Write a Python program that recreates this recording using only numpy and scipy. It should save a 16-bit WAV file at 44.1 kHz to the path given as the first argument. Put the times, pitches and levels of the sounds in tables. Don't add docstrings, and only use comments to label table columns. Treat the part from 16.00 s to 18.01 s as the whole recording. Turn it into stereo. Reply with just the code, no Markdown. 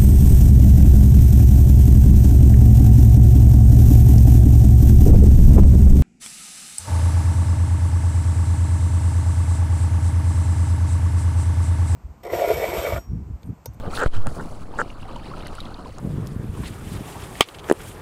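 import sys
import numpy as np
from scipy import signal
from scipy.io import wavfile
from scipy.ndimage import uniform_filter1d

SR = 44100
rng = np.random.default_rng(int(sys.argv[2]) if len(sys.argv) > 2 else 0)


def unload_wav(signal):
    wavfile.write(
        sys.argv[1],
        SR,
        np.round(np.clip(np.atleast_2d(signal).T, -1, 1) * 32767).astype(np.int16),
    )


def convert_level_to_amplitude(level_db):
    exponent = np.asarray(level_db, float) / 20
    return 10 ** exponent


N = 88729

# pitch_hz, level_db (per Hz)
PARK_SPECTRUM = [(130, -22), (230, -11.5), (390, -1), (560, -7.5), (1250, -8), (2000, -22), (5000, -30.5),
                 (8500, -31), (16000, -37)]
# pitch_hz, likeness (1 = same)
PORT_LIKENESS = [(60, 0.6), (240, 1), (950, 0.29), (3770, 0.073), (15000, 0.18)]
# time_s, right_db, left_db
WIND_STRENGTH = [(0, -26, -33), (.04, -21, -33), (.2, -20, -30), (.3, -26.5, -37.5), (.42, -24, -34),
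                 (.52, -24, -41.5), (.62, -21, -40.5), (.76, -31, -41), (.89, -24.5, -43),
                 (1.02, -28.5, -41), (1.06, -40.5, -36.5), (1.38, -33.5, -40), (1.5, -55, -53),
                 (1.6, -39, -38), (1.7, -42, -43), (1.8, -35, -34.5), (2.01, -39.5, -39)]
# pitch_hz, level_db (per Hz)
WIND_SPECTRUM = [(20, -12), (48, -1.5), (125, 1), (192, -7.5), (300, -13), (450, -22), (700, -53)]
# start_s, peak_db, pitch_hz
WIND_EDDIES = [(0.048, -14, 156), (0.072, -12, 130), (0.1, -20, 111), (0.14, -18.5, 172),
               (0.182, -11.5, 180), (0.198, -18, 129), (.361, -12, 128), (0.393, -15.5, 104),
               (.443, -18, 172), (.489, -15, 69), (0.591, -18.5, 106), (0.658, -19, 92.5),
               (.868, -21.5, 141), (0.92, -21, 177), (1.008, -20, 168)]
# time_s, level_db, left_minus_right_db
BODY_MOTION = [(0, -64, -8), (.08, -57, 1.5), (.45, -63.5, -3.5), (.6, -50.5, -2.5), (.67, -49, -4.5),
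               (.8, -56, -0.5), (.89, -49, -5), (.96, -47.5, -5), (1.02, -53.5, -2), (1.09, -47.5, -5.5),
               (1.18, -52, -3), (1.24, -45.5, -3), (1.3, -53, -2.5), (1.39, -45.5, -1), (1.62, -61, 2),
               (1.69, -48.5, 1.5), (1.89, -48.5, -2.5), (2.01, -64, -5)]
# pitch_hz, level_db (per Hz)
RUSTLE_SPECTRUM = [(900, 1), (1500, -3), (2500, 3), (3900, -4), (5350, -9.5), (8660, -3.5), (12000, -10.5),
                   (16000, -9.5)]
# start_s, peak_db, left_minus_right_db, pitch_hz, width_octaves
CLOTH_SNAPS = [(.2626, -37, -3, 6000, 1.8), (0.2708, -30, -6, 5200, 1.6), (.2742, -31.5, -8, 11500, 0.8),
               (0.4412, -43, -6, 2400, 0.33), (.634, -24.5, 5, 1100, 0.78), (.8774, -42, -9, 7000, 1.5),
               (.975, -36, -2, 3000, 1.4), (1.1553, -31, -2, 950, 0.5), (1.222, -36, 0, 6060, 0.33),
               (1.3542, -29.5, -1, 2200, .8), (1.802, -26, 4, 1350, .25), (1.841, -54, 0, 3500, 1.4)]
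# middle_s, length_s, level_db, pitch_hz, width_octaves
ARM_SWINGS = [
    (.665, .09, -41, 2700, 1.2),
    (.78, .3, -50, 1300, .4),
    (1.57, .14, -44, 600, 1.3),
    (1.9, .16, -50, 9000, .8),
    (.06, .2, -40, 420, 1.0),
]
# pitch_hz, level_db, t60_s
CAP_MODES = [(700, -8, 0.03), (910, -5, 0.035), (1135, -4, 0.044), (1560, -2, 0.012), (1920, -7, .025),
             (2235, -1, 0.04), (2480, -4, 0.025), (2750, -2, 0.025), (3120, 0.5, 0.036),
             (3440, -1.5, 0.036), (5100, -11, 0.012), (6400, -8, .010), (7750, -8, 0.012),
             (8800, -12, 0.012)]
# start_s, level_db, left_minus_right_db
BLOW_CONTACTS = [(1.4058, -27, -2), (1.4075, -3, -2), (1.4084, 6, -2), (1.4104, -9, -1), (1.4118, -10, -1),
                 (1.4135, -12, -2), (1.416, -9.5, -3), (1.4205, -9, -3), (1.4228, -13, -3),
                 (1.427, -14, -2), (1.4295, -15, -2)]
# start_s, level_db, left_minus_right_db
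THREAD_RATTLE = [(1.4870, -26, 1), (1.4911, -33, -5), (1.5436, -33, 0), (1.5473, -28, 0),
                 (1.552, -36.5, -12), (1.586, -33, 1), (1.5935, -32, -6), (1.598, -33.5, 0),
                 (1.6420, -33, -4)]
# pitch_hz, level_db, t60_s
BOTTLE_MODES = [(392, 0, .017), (520, -5, .007), (800, -14, .007), (980, -7, .009), (1300, -9, .007),
                (1800, -14, .008)]
# start_s, push_db, softness_ms, tick_db, tick_pitch_hz
WALL_KNOCKS = [
    (1.4075, -12, 0.4, -10, 2500),
    (1.6885, -26.5, 0.24, -27, 1910),
    (1.6986, -9, 0.2, -24, 7000),
    (1.6994, -12, 0.3, -14, 1750),
    (1.7044, -26, 1.0, -36, 1290),
    (1.7110, -14.5, 0.77, -27, 7640),
    (1.7123, 8, 0.62, -22, 7500),
    (1.7240, 0, 1.3, -10, 9400),
    (1.7237, -15, .2, -21, 3000),
    (1.4080, -3, .4, -10, 3000),
]
DENTS_IN = (0, 2, 5)


def rms_one(x):
    return x / np.sqrt(np.mean(x ** 2) + 1e-20)


def in_time(rows):
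    s, *columns = np.transpose(rows)
    return [np.interp(np.arange(N) / SR, s, column) for column in columns]


def at_hz(points, hz):
    point_hz, value = np.transpose(points)
    return np.interp(np.log(hz), np.log(point_hz), value)


def band_pass(x, low_hz, high_hz):
    return signal.sosfilt(signal.butter(2, [low_hz, high_hz], "band", fs=SR, output="sos"), x)


def high_pass(x, low_hz):
    return signal.sosfilt(signal.butter(2, low_hz, "high", fs=SR, output="sos"), x)


def drift(rate_hz):
    r = np.exp(-2 * np.pi * rate_hz * 40 / SR)
    slow = signal.lfilter([1], [1, -2 * r, r * r], rng.standard_normal(N // 40 + 2002))
    slow = slow[2000:]
    return np.interp(np.arange(N) / 40, np.arange(len(slow)), rms_one(slow))


def ring(clicks, hz, t60):
    r, w = convert_level_to_amplitude(-60 / (t60 * SR)), 2 * np.pi * hz / SR
    return signal.lfilter([0, np.sin(w)], [1, -2 * r * np.cos(w), r * r], clicks + 1e-18)


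def add(out, s, sound, pan_db):
    i = int(s * SR)
    sound = np.atleast_2d(sound)[:, :N - i]
    out[:, i:i + sound.shape[1]] += sound * convert_level_to_amplitude(np.array([[pan_db / 2], [-pan_db / 2]]))


def puff(hz, t60, alike, octaves=1.33):
    t = np.arange(3000) / SR
    mid, side = rng.standard_normal((2, len(t))) * convert_level_to_amplitude(-60 * t / t60)
    pair = mid + (1 - alike) * side * np.array([[1], [-1]])
    burst = band_pass(pair, hz / 2 ** (octaves / 2), min(hz * 2 ** (octaves / 2), 17000))
    return burst * np.sqrt(SR / 2 / hz / octaves) * 0.67


def banded_noise(spectrum, shared_db, own_db, rate, alike_share):
    out, together = 0, drift(rate)
    edges = 20 * 2 ** np.arange(0, 10, .5)
    white = rng.standard_normal((2, 2, N + 4000))
    for k, (low, high) in enumerate(zip(edges, edges[1:])):
        hz = np.sqrt(low * high)
        if not spectrum[0][0] * .7 < hz < spectrum[-1][0] * 1.2:
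            continue
        mid, side = band_pass(white[k % 2], low, high)[:, -N:]
        alike = np.clip(alike_share * at_hz(PORT_LIKENESS, hz), -.98, .98)
        gain = convert_level_to_amplitude(at_hz(spectrum, hz) + shared_db * together + own_db * drift(rate * 1.64))
        out = out + gain * (np.sqrt(1 + alike) * mid + np.sqrt(1 - alike) * side * [[1], [-1]])
    return rms_one(out)


def park():
    return convert_level_to_amplitude(-41) * banded_noise(PARK_SPECTRUM, shared_db=2.94, own_db=2.0, rate=4.2, alike_share=0.7)


def wind():
    eddy_cycles, eddy_trim_db, eddy_leak_db = 2.06, 6, -18
    right_db, left_db = in_time(WIND_STRENGTH)
    out = banded_noise(WIND_SPECTRUM, shared_db=1.5, own_db=2.5, rate=38.5, alike_share=1.34)
    out = out * convert_level_to_amplitude(np.array([left_db, right_db]) - 2)
    for s, db, hz in WIND_EDDIES:
        t = np.arange(int(SR / hz * eddy_cycles * .5)) / SR
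        thump = np.hanning(len(t)) * np.sin(2 * np.pi * hz * t * (1.3 - 0.53 * t / t[-1]))
        add(out, s, convert_level_to_amplitude(db + eddy_trim_db) * thump * convert_level_to_amplitude(np.array([[eddy_leak_db], [0]])), 0)
    return out


def rustle():
    trim_db, snap_cycles = 5.5, 27
    level_db, pan_db = in_time(BODY_MOTION)
    out = banded_noise(RUSTLE_SPECTRUM, shared_db=1.03, own_db=1.95, rate=34, alike_share=1.94)
    out = out * convert_level_to_amplitude(level_db + trim_db + np.array([pan_db, -pan_db]) / 2)
    for s, db, pan_db, hz, octaves in CLOTH_SNAPS:
        snap = puff(hz, 0.003 + snap_cycles / hz, alike=0.55, octaves=octaves)
        add(out, s, convert_level_to_amplitude(db) * snap, pan_db)
    return out


def swishes():
    out = np.zeros((2, N))
    for s, length, db, hz, octaves in ARM_SWINGS:
        swell = np.cos(np.pi * np.clip((np.arange(N) / SR - s) / length, -.5, .5)) ** 2
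        mid, side = rng.standard_normal((2, N))
        pair = mid + .6 * side * np.array([[1], [-1]])
        air = rms_one(band_pass(pair, hz / 2 ** (octaves / 2), hz * 2 ** (octaves / 2)))
        out += convert_level_to_amplitude(db + 1.5 * drift(40)) * swell * air
    return out


def cap_ring(click):
    spread_db, side_spread_db, damping = 2.5, 2.6, 0.39
    uneven_db = rng.normal(0, 1, (len(CAP_MODES), 1, 1)) * spread_db
    uneven_db = uneven_db + rng.normal(0, 1, (len(CAP_MODES), 2, 1)) * side_spread_db
    sound = 0
    for m, (hz, level_db, t60) in enumerate(CAP_MODES):
        sound = sound + convert_level_to_amplitude(level_db + uneven_db[m]) * (-1) ** m * ring(click, hz, t60 * damping)
    return sound


def cap():
    crack_db, late_crack_db = -9, -8
    shake_db, shake_t60_s = -11.5, 0.095
    out, click = np.zeros((2, N)), np.eye(1, 3000)[0]
    for k, (s, db, pan_db) in enumerate(BLOW_CONTACTS + THREAD_RATTLE):
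        sound = cap_ring(click)
        if k >= len(BLOW_CONTACTS):
            sound = high_pass(sound, 1800) + convert_level_to_amplitude(1) * puff(3300, 0.032, alike=0.3, octaves=.8)
        crack = convert_level_to_amplitude(db + crack_db + late_crack_db * (k > 3)) * puff(7800, 0.006, alike=0.075)
        add(out, s, convert_level_to_amplitude(db - 8.5) * sound + crack, pan_db)
    first_s, second_s = BLOW_CONTACTS[1][0], BLOW_CONTACTS[2][0]
    add(out, first_s, convert_level_to_amplitude(-0.5) * ring(click, 720, .010), 1.5)
    add(out, second_s, convert_level_to_amplitude(-10) * ring(click, 255, .022), 0)
    shiver = puff(2900, shake_t60_s, alike=0.6, octaves=1.1)
    shiver = shiver + convert_level_to_amplitude(-10) * puff(8500, shake_t60_s * 0.46, alike=0.46)
    add(out, first_s, convert_level_to_amplitude(shake_db) * shiver, -2)
    return out


def scuff():
    length_s, level_db = 0.081, -33
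    swell = np.sin(np.pi * np.arange(3000) / SR / length_s)
    friction = puff(1130, 1.0, alike=0.3)
    friction = friction + convert_level_to_amplitude(-8) * puff(6700, 0.82, alike=0.37)
    friction = friction + convert_level_to_amplitude(2) * puff(390, 1.0, alike=0.35, octaves=0.93)
    return convert_level_to_amplitude(level_db) * swell * friction


def bottle():
    tick_cycles, tick_octaves, tick_noise_db = 14, .8, -5
    out = np.zeros((2, N))
    for k, (s, db, soft_ms, tick_db, tick_hz) in enumerate(WALL_KNOCKS):
        t = np.arange(3000) / SR * 1000 / soft_ms
        push = np.sin(np.pi * np.minimum(t, 1)) ** 2
        push = push / push.sum()
        hollow = 0
        for m, (hz, level_db, t60) in enumerate(BOTTLE_MODES):
            hollow = hollow + convert_level_to_amplitude(level_db) * ring(push, hz, t60) * (-1) ** (m // 2)
        t60 = .002 + tick_cycles / tick_hz
        tick = ring(t == 0, tick_hz, t60)
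        tick = tick + convert_level_to_amplitude(tick_noise_db) * puff(tick_hz, t60, alike=0.29, octaves=tick_octaves)
        sign = 1 if k in DENTS_IN else -1
        add(out, s, sign * convert_level_to_amplitude(db) * hollow + convert_level_to_amplitude(tick_db) * tick, 1.0)
    add(out, 1.671, scuff(), 0)
    return high_pass(out, 210)


def scene():
    return park() + wind() + rustle() + swishes() + cap() + bottle()


def roll_off(x):
    return signal.sosfilt(signal.butter(12, 16320, fs=SR, output="sos"), x)


def record(dry):
    knee_db, share, release_db_per_s, attack_s = -24, 0.6, 185, 0.019
    clip_hardness = 27
    power = uniform_filter1d((dry ** 2).mean(axis=0), size=400)
    over_db = np.maximum(10 * np.log10(power + 1e-12) - knee_db, 0) * share
    ramp = release_db_per_s * np.arange(N) / SR
    held_db = np.maximum.accumulate(over_db + ramp) - ramp
    r = np.exp(-1 / (attack_s * SR))
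    x = dry * convert_level_to_amplitude(-signal.lfilter([1 - r], [1, -r], held_db))
    x = x / (1 + np.abs(x) ** clip_hardness) ** (1 / clip_hardness)
    x = signal.sosfilt(signal.cheby2(14, 40, 16200, fs=SR, output="sos"), x)
    return roll_off(x)


dry = scene()
out = record(dry)
unload_wav(out)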